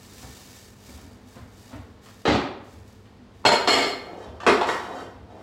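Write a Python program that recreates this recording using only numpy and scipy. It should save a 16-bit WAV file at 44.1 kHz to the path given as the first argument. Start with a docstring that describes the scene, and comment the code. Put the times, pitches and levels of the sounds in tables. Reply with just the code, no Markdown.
"""Lidded canister set down in a kitchen

A woman walks with a ceramic canister, clothes rustling; a wooden door bangs. She sets it on the counter in
two rocking blows with a chattering lid, knocks it against a neighbour and slides it: damped modes, noise bursts, grains.
The microphone stands across the hard-walled room, so most of every knock is reverberation.
Air noise and a refrigerator hum lie underneath.
"""
import sys
import numpy as np
from scipy import signal
from scipy.fft import rfft, irfft, next_fast_len
from scipy.io import wavfile
from scipy.ndimage import map_coordinates

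SR = 44100
rng = np.random.default_rng(int(sys.argv[2]) if len(sys.argv) > 2 else 0)


def master(y):
    """Save y as 16-bit WAV."""
    cut = np.clip(np.atleast_2d(y).T, -1, 1)
    pcm = np.round(cut * 32767)  # scale
    wavfile.write(sys.argv[1], SR, pcm.astype(np.int16))


N = 239145
TIME = np.arange(N) / SR
AGE = np.arange(SR // 2) / SR  # s since a blow

# Levels in mode and spectrum tables are relative; mode t60 is multiplied by ring()'s hold.

# canister wall and lid modes: f/Hz, level/dB, t60/s before hold
CANISTER_MODES = [(1790, -10, .15), (1885, -11, .3), (2039, -12, .45), (2189, -6, .5), (2299, -11, .2),
                  (2895, -8, .35), (3080, -12, .15), (3250, -5, .25), (3540, -7, .2), (4220, 0, .33),
                  (4347, -2, .28), (4728, -11, .3), (5035, -10, .2), (5240, -7, .15), (5385, -11, .22),
                  (6320, -17, .18), (6553, -20, .2), (6860, -16, .25), (7064, -17, .2), (7204, -14, .22),
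                  (7385, -18, .2), (7563, -16, .25), (7720, -13, .25), (8729, -25, .25), (9116, -21, .28),
                  (9850, -26, .25), (10492, -32, .3), (11015, -28, .22), (12642, -30, .22),
                  (13983, -30, .2)]
# neighbouring canister modes: f/Hz, level/dB, t60/s before hold
NEIGHBOUR_MODES = [(1201, 0, .35), (1325, -4, .4), (1560, -3, .2), (1712, -4, .35), (1890, -7, .9),
                   (2121, -6, .5), (2480, -6, .15), (2890, -8, .3), (3149, -6, .25), (3505, -8, .35),
                   (3840, -11, .35), (4550, -12, .3), (4748, -12, .35), (5405, -14, .3), (5640, -12, .3),
                   (6830, -18, .3), (7530, -19, .4), (7644, -18, .4), (8436, -23, .4), (10546, -27, .4),
                   (11300, -27, .4)]
# counter and cabinet modes: f/Hz, level/dB, t60/s before hold
COUNTER_MODES = [(116, -25, 0.12), (207, -11, 0.11), (269.4, -2.5, 0.13), (314, -2, 0.061),
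                 (369, -0.5, 0.08), (404.8, -1.5, 0.15), (484.5, 1.5, 0.083), (557, -12.5, 0.049),
                 (598.4, -4, 0.052), (703, 1, 0.099)]
# hollow body spectrum: f/clack pitch [ratio], level/dB
CLACK_SPECTRUM = [(.22, -15.5), (.6, -3), (.85, -2), (1, 3.5), (1.15, -10), (1.35, -4), (1.6, -9),
                  (1.9, -16), (2.6, -23), (4.4, -45), (13, -61)]
# glaze spectrum: f/Hz, level/dB
GLAZE_SPECTRUM = [(600, -10), (1700, 17), (2400, 13.5), (3400, 13), (5300, 4), (6100, 0.5), (7600, -2),
                  (9000, -9), (12000, -20), (16000, -28)]


def canister(chatter_s=.004, bounces=3):
    """Each contact thuds the counter, clacks the hollow body and rings the ceramic, whose loose lid chatters."""
    out = np.zeros(N)
    neighbour = ring(NEIGHBOUR_MODES, attack_s=0.00026, hold=0.69)
    upper = ring(glaze(t60_s=0.11), attack_s=0.00037)
    for t, thud_db, clack_db, clack_hz, click_db, own_db, neighbour_db in contacts():
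        thud = amp(thud_db) * ring(COUNTER_MODES, attack_s=0.0012, hold=0.84, detune=0.012)
        clack_spectrum = [(ratio * clack_hz, db) for ratio, db in CLACK_SPECTRUM]
        clack = amp(clack_db) * burst(clack_spectrum, t60_s=0.037, attack_s=0.00088)
        snap = burst(GLAZE_SPECTRUM, t60_s=0.035, attack_s=0.00075)
        click = amp(click_db) * (amp(-4.0) * snap + amp(-15.5) * upper)
        add(out, t, kitchen(thud + clack + click, direct_db=-4.0))

        own = ring(CANISTER_MODES, attack_s=0.00056, hold=0.32, detune=0.0027)
        chime = (amp(own_db) * own + amp(neighbour_db) * neighbour) / np.sqrt(bounces)
        for bounce in range(bounces):
            delay_s = bounce * chatter_s * rng.uniform(.7, 1.2)
            add(out, t + delay_s, kitchen(chime, direct_db=-6.5))
    return out


# canister lands and rocks on its base: t/s, force level/dB, first rock/s, rocks [count],
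# loss at first rock/dB, clack pitch f/Hz, then levels relative to force:
# thud/dB, clack/dB, glaze click/dB, own ring/dB, neighbour's ring/dB
LANDING_BLOWS = [(3.451, -21, 0.066, 1, 3.5, 920, -3.5, 3.5, -0.5, 0, -10.5),
                 (3.674, -22, 0.051, 4, 2.05, 876, 0.5, -2, -1, 1, -4.5),
                 (4.465, -20, .030, 1, 5, 1200, 1, 0, -1.5, -19.5, -9)]
FAR_EDGE_S, FAR_EDGE_DB = .008, -3  # far edge of the base follows the near one
ROCK_SHRINK, ROCK_LOSS_POWER = 0.94, 1.3  # interval ratio per rock; loss grows as rock number ** power
# light taps of lid and base: t/s, clack level/dB, clack pitch f/Hz, glaze click rel. clack/dB
LIGHT_TAPS = [(1.363, -67, 1500, 2), (2.059, -54, 1230, 3.5), (3.055, -71, 1210, 12),
              (3.441, -41, 960, -25), (4.402, -41, 1220, -1.5), (4.433, -36, 925, -8),
              (4.611, -24, 920, -6.5), (4.687, -26.5, 1385, -7), (4.896, -37, 745, -21)]
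TAP_THUD_DB, TAP_RING_DB = -21.5, -16.5  # thud rel. clack, ring rel. click


def contacts():
    """Touches: t/s, thud/dB, clack/dB, clack f/Hz, click/dB, own ring/dB, neighbour's ring/dB; rocks lose force."""
    for (t, force_db, rock_s, rocks, loss_db, clack_hz,
         thud_db, clack_db, click_db, own_db, neighbour_db) in LANDING_BLOWS:
        blows = [(t, force_db), (t + FAR_EDGE_S, force_db + FAR_EDGE_DB)]
        for k in range(round(rocks)):
            t += rock_s * ROCK_SHRINK ** k
            blows.append((t, force_db - loss_db * (k + 1) ** ROCK_LOSS_POWER))
        for at, db in blows:
            yield at, db + thud_db, db + clack_db, clack_hz, db + click_db, db + own_db, db + neighbour_db
    for t, db, clack_hz, click_db in LIGHT_TAPS:
        ring_db = db + click_db + TAP_RING_DB
        yield t, db + TAP_THUD_DB, db, clack_hz, db + click_db, ring_db, ring_db


def glaze(t60_s, count=90):
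    """Crowd of weak upper modes of fired clay: rows of f/Hz, level/dB, t60/s."""
    hz = np.linspace(1500, 15500, count) + rng.uniform(-70, 70, count)
    db = along(GLAZE_SPECTRUM, hz) + 3 * rng.standard_normal(count)
    return np.transpose([hz, db, np.full(count, t60_s)])


# pushes sliding the base over stone: start t/s, length/s, judder level/dB, grit rel. judder/dB
SLIDE_PUSHES = [(4.007, .24, -40, -8), (4.329, 0.12, -44, -17), (4.649, 0.095, -33, 3),
                (4.782, 0.23, -38, -7.5), (5.235, .17, -44.5, -13.5)]
# stick-slip spectrum: f/Hz, level/dB
JUDDER_SPECTRUM = [(100, -24), (200, -5.5), (280, -1.5), (450, 2.5), (700, -0.5), (950, -7), (1300, -44),
                   (2000, -20), (3500, -50), (9000, -50)]
# grit grain spectrum: f/Hz, level/dB
GRIT_SPECTRUM = [(400, -7), (780, 6), (940, 13.5), (1150, 7), (1350, 8), (1600, 4), (1950, -1.5),
                 (2600, -23), (3700, -10.5), (5650, -7), (9000, -17.5), (15000, -33)]


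def slide():
    """The base sticks and slips at an uneven rate; grains of grit catch and make the ceramic sing."""
    judder, grit = np.zeros((2, N))
    for t, length_s, db, grit_db in SLIDE_PUSHES:
        push = amp(db) * stroke(t, length_s, rise=0.28, release_db_per_s=263)
        judder += push
        grit += amp(grit_db) * push

    slip_hz = 130 * np.exp(.45 * wobble(25))
    slip_clicks = np.diff(np.floor(np.cumsum(slip_hz) / SR), prepend=0)
    slips = slip_clicks * amp(2.8 * rng.standard_normal(N))
    catches = rng.random(N) < 500 / SR  # 500 a second on average
    grains = catches * rng.standard_normal(N) * amp(4 * wobble(45))

    upper = ring(glaze(t60_s=0.13), attack_s=.0002)
    body = ring(NEIGHBOUR_MODES, attack_s=0.00047, hold=0.47) + amp(-14.5) * upper
    singing = unit(signal.fftconvolve(grains, body)[:N])
    stick_slip = judder * (coloured(slips, JUDDER_SPECTRUM) + amp(-27.5) * singing)
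    gritty = grit * (coloured(grains, GRIT_SPECTRUM) + amp(-5.5) * singing)
    return kitchen(stick_slip + gritty, direct_db=-6.0)[:N]


# door panel spectrum: f/knock pitch [ratio], level/dB
PANEL_SPECTRUM = [(.2, -42), (.45, 3), (.75, -3.5), (1, 11), (1.3, -4.5), (1.7, -31), (3, -35), (8, -43),
                  (25, -78)]
# wood chattering or brushed: f/Hz, level/dB
WOOD_SPECTRUM = [(200, -20), (680, 6.5), (1000, 0.5), (1300, -0.5), (1700, -7), (2600, -6), (4200, -8.5),
                 (5500, -18), (7500, -24.5), (10000, -42), (15000, -54)]
# floor and cabinet thump spectrum: f/Hz, level/dB
FLOOR_SPECTRUM = [(25, -31), (50, -36), (75, 2.5), (100, 2.5), (135, -15.5), (185, -26), (260, -6.5),
                  (330, -22.5), (700, -22.5), (2000, -33.5), (6000, -63)]
BANG_S, SHUDDER_S = 2.253, .0228  # first blow; interval between rebounds
KNOCK_DB, KNOCK_LOSS_DB = -19.5, 2.9  # panel: first blow, loss per rebound
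DOOR_RATTLE_DB, DOOR_RATTLE_LOSS_DB = -23, 1.4  # frame: first blow, loss per rebound
THUMP_DB, THUMP_LOSS_DB = -35.5, 6.5  # cabinet: midway between rebounds 2 and 3, loss per rebound
KNOCK_HZ, SETTLED_HZ, KNOCK_GLIDE = 444, 243, 0.44  # pitch sinks; share of gap left per rebound


def cupboard(blows=5):
    """A wooden door bangs and rebounds evenly, ever softer and deeper; the rebounds shake the cabinet."""
    out = np.zeros(N)
    for k in range(blows):
        knock_hz = SETTLED_HZ + (KNOCK_HZ - SETTLED_HZ) * KNOCK_GLIDE ** k
        thump_gain = (k > 0) * amp(THUMP_DB - THUMP_LOSS_DB * (k - 2.5))
        thump = thump_gain * burst(FLOOR_SPECTRUM, t60_s=0.063, attack_s=0.00076)
        panel = [(ratio * knock_hz, db) for ratio, db in PANEL_SPECTRUM]
        knock = amp(KNOCK_DB - KNOCK_LOSS_DB * k) * burst(panel, t60_s=0.052, attack_s=0.0015)
        rattle_gain = amp(DOOR_RATTLE_DB - DOOR_RATTLE_LOSS_DB * k)
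        rattle = rattle_gain * burst(WOOD_SPECTRUM, t60_s=0.045, attack_s=0.0011)
        bang = kitchen(thump + knock + rattle, direct_db=-8, mode_db=-57.5)
        add(out, BANG_S + k * SHUDDER_S, bang)
    return out


# footfalls on the wooden floor: t/s, heel level/dB
FOOTFALLS = [(0.226, -42), (.886, -45.5), (0.976, -43.5), (1.363, -42.5), (1.727, -37.5), (2.72, -48),
             (4.269, -42), (5.149, -46)]
TOE_S, TOE_DB = .052, -3.5  # toe after heel, rel. heel
SCUFF_DB, SCUFF_GROWTH = -51, 1.36  # brush at the heaviest step; dB lost per dB of a lighter step
SCUFF_LEAD_S, SCUFF_S = 0.051, 0.072  # brush starts before the heel; length before release


def walker():
    """Heel, then toe, thump the floor; the heavier the step, the more the sole brushes."""
    out, brush = np.zeros((2, N))
    heaviest_db = max(db for t, db in FOOTFALLS)
    for t, db in FOOTFALLS:
        for at, level_db in [(t, db), (t + TOE_S, db + TOE_DB)]:
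            thump = amp(level_db) * burst(FLOOR_SPECTRUM, t60_s=0.076, attack_s=0.0049)
            add(out, at, kitchen(thump, direct_db=-3.5, mode_db=-55))
        scuff_db = SCUFF_DB + SCUFF_GROWTH * (db - heaviest_db)
        brush += amp(scuff_db) * stroke(t - SCUFF_LEAD_S, SCUFF_S, rise=0.94, release_db_per_s=113)
    return out + brush * coloured(rng.standard_normal(N), WOOD_SPECTRUM)


# sleeve and shirt swishes, one per arm movement: start t/s, length/s, rub level/dB
ARM_SWISHES = [(-.14, 0.52, -44), (.36, 0.22, -44.5), (0.75, .19, -46.5), (1.22, 0.13, -53.5),
               (1.468, 0.22, -51.5), (2.008, 0.068, -51), (2.135, 0.079, -55.5), (2.6, 0.14, -56.5),
               (2.85, 0.036, -57), (3.05, 0.066, -74), (3.32, 0.092, -62)]
# cloth spectrum: f/Hz, level/dB
CLOTH_SPECTRUM = [(300, -16), (450, -5), (700, -7), (1250, -8), (1800, -9.5), (2800, -8), (5000, -4.5),
                  (7800, -6), (9000, -11.5), (15800, -15.5)]
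# canister modes under the palm: f/Hz, level/dB, t60/s before hold
HELD_MODES = [(1800, 8, 0.38), (2260, 3, 0.7), (2900, -3, 0.56), (3700, 2, 0.58), (4700, 1, 0.83)]
PALM_DB, PALM_GROWTH = -31, 0.64  # level at rub = 1; exponent below 1: grows more slowly than cloth


def clothes():
    """Each arm movement rubs cloth in fine uneven grains, and the palm on the carried canister."""
    swishes = [amp(db) * stroke(t, length_s, rise=1.0, release_db_per_s=66)
               for t, length_s, db in ARM_SWISHES]
    rub = np.linalg.norm(swishes, axis=0) * amp(0.95 * wobble(21.84))
    fibres = coloured(rng.standard_normal(N) * amp(1.7 * wobble(250)), CLOTH_SPECTRUM)
    held = ring(HELD_MODES, attack_s=0.00083, hold=0.091)
    singing = unit(signal.fftconvolve(rng.standard_normal(N), held)[:N])
    return amp(-4.5) * rub * fibres + amp(PALM_DB) * rub ** PALM_GROWTH * singing


# moving air spectrum: f/Hz, level/dB
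AIR_SPECTRUM = [(15, -64), (25, -0.5), (50, -0.5), (102, -0.5), (152, -6.5), (184, -13.5), (222, -5),
                (248, 2), (276, -10), (437, -9), (572, -14.5), (834, -15.5), (2330, -27), (4330, -30),
                (15800, -55)]
# refrigerator tones: f/Hz, peak level/dB
HUM_TONES = [(99, -54.5), (199.2, -56), (441, -64.5)]


def room_tone():
    """Moving air as coloured noise; the refrigerator's hum as sines of wandering phase."""
    air = amp(-50.5 + 0.31 * wobble(4.3)) * coloured(rng.standard_normal(N), AIR_SPECTRUM)
    hum = sum(amp(db) * np.sin(2 * np.pi * hz * TIME + 0.62 * wobble(4.23)) for hz, db in HUM_TONES)
    return air + hum


# diffuse reverberation: f/Hz, t60/s
KITCHEN_T60 = [(70, 0.19), (250, 0.71), (600, 0.72), (1500, 0.69), (4000, 0.54), (8000, 0.41),
               (15000, 0.72)]
STANDING_HZ = 74.5  # strongest standing wave


def kitchen(x, direct_db, walls_db=-6, build_s=0.0012, mode_db=-55, mode_t60_s=0.57, count=8):
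    """Direct sound, a few reflections, a diffuse tail and one low standing wave; levels rel. diffuse tail."""
    hz, t, z = signal.stft(rng.standard_normal(SR), SR, nperseg=256)
    decay = amp(-60 * t / along(KITCHEN_T60, hz)[:, None])
    response = signal.istft(z * decay, SR, nperseg=256)[1]
    age = np.arange(len(response)) / SR
    response *= 1 - np.exp(-age / build_s)
    response /= np.linalg.norm(response)
    response += amp(mode_db - 60 * age / mode_t60_s) * np.sin(2 * np.pi * STANDING_HZ * age)
    delay_s, size = rng.uniform(.002, .03, count), rng.standard_normal(count)
    response[(delay_s * SR).astype(int)] += amp(walls_db) * size / np.linalg.norm(size)
    response[0] += amp(direct_db)
    return signal.fftconvolve(x, response / np.linalg.norm(response))


def burst(spectrum, t60_s, attack_s):
    """Many crowded modes, struck together and soon damped: decaying coloured noise."""
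    noise = coloured(rng.standard_normal(len(AGE)), spectrum)
    return blow(noise * amp(-60 * AGE / t60_s) * (1 - np.exp(-AGE / attack_s)))


def ring(modes, attack_s, hold=1, detune=0):
    """Distinct damped modes, strengths redrawn per call; hold scales t60, detune is the grip's relative shift."""
    hz, db, t60_s = np.transpose(modes)[:, :, None]
    level_db = db + rng.standard_normal(hz.shape)
    pitch_hz = hz * (1 + detune * rng.standard_normal(hz.shape))
    phase_cycles = rng.random(hz.shape)
    decay = amp(level_db - 60 * AGE / (t60_s * hold))
    waves = decay * np.sin(2 * np.pi * (pitch_hz * AGE + phase_cycles))
    return blow(waves.sum(0) * (1 - np.exp(-AGE / attack_s)))


def stroke(start_s, length_s, rise, release_db_per_s):
    """A rub gathers speed over the share rise of its length, holds any remainder, and dies away."""
    speed = np.clip((TIME - start_s) / (length_s * rise), 0, 1)
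    release_db = -release_db_per_s * np.maximum(TIME - start_s - length_s, 0)
    return np.sin(np.pi / 2 * speed) * amp(release_db)


def wobble(rate_hz):
    """Smooth random curve through rate_hz knots a second."""
    knots = rng.standard_normal(int(N * rate_hz / SR) + 4)
    return map_coordinates(knots, [TIME * rate_hz])


def coloured(x, spectrum):
    """Filter x through rows of f/Hz, level/dB; scale to rms 1."""
    m = next_fast_len(len(x) + 8192)
    gain = amp(along(spectrum, np.fft.rfftfreq(m, 1 / SR)))
    return unit(irfft(rfft(x, m) * gain, m)[:len(x)])


def along(points, hz):
    """Interpolate rows of f/Hz, value on a log frequency axis."""
    f, v = np.transpose(points)
    return np.interp(np.log(hz + 1), np.log(f + 1), v)


def amp(db):
    """Decibels to gain."""
    return 10 ** (np.asarray(db) / 20)


def unit(x):
    """Scale to rms 1."""
    return x / np.sqrt(np.mean(x ** 2) + 1e-20)


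def blow(x):
    """Scale to the energy of 0.05 s at rms 1."""
    return x * np.sqrt(SR / 20 / (np.sum(x ** 2) + 1e-20))


def add(track, t, x):
    """Mix x into track at t/s, cut at the track's end."""
    part = track[max(round(t * SR), 0):][:len(x)]
    part += x[:len(part)]


def scene():
    """Sum of all sources at one microphone."""
    return (canister() + slide() + cupboard() + walker() + clothes() + room_tone())[None]


TOP_HZ = 15850


def record(dry):
    """The microphone channel cuts the deepest bass and keeps nothing from TOP_HZ up."""
    highpass = signal.butter(4, 50, "highpass", fs=SR, output="sos")
    lean = signal.sosfilt(highpass, dry)
    m = next_fast_len(N + SR // 2)
    passband = np.fft.rfftfreq(m, 1 / SR) < TOP_HZ
    return irfft(rfft(lean, m) * passband, m)[..., :N]


dry = scene()
out = record(dry)
master(out)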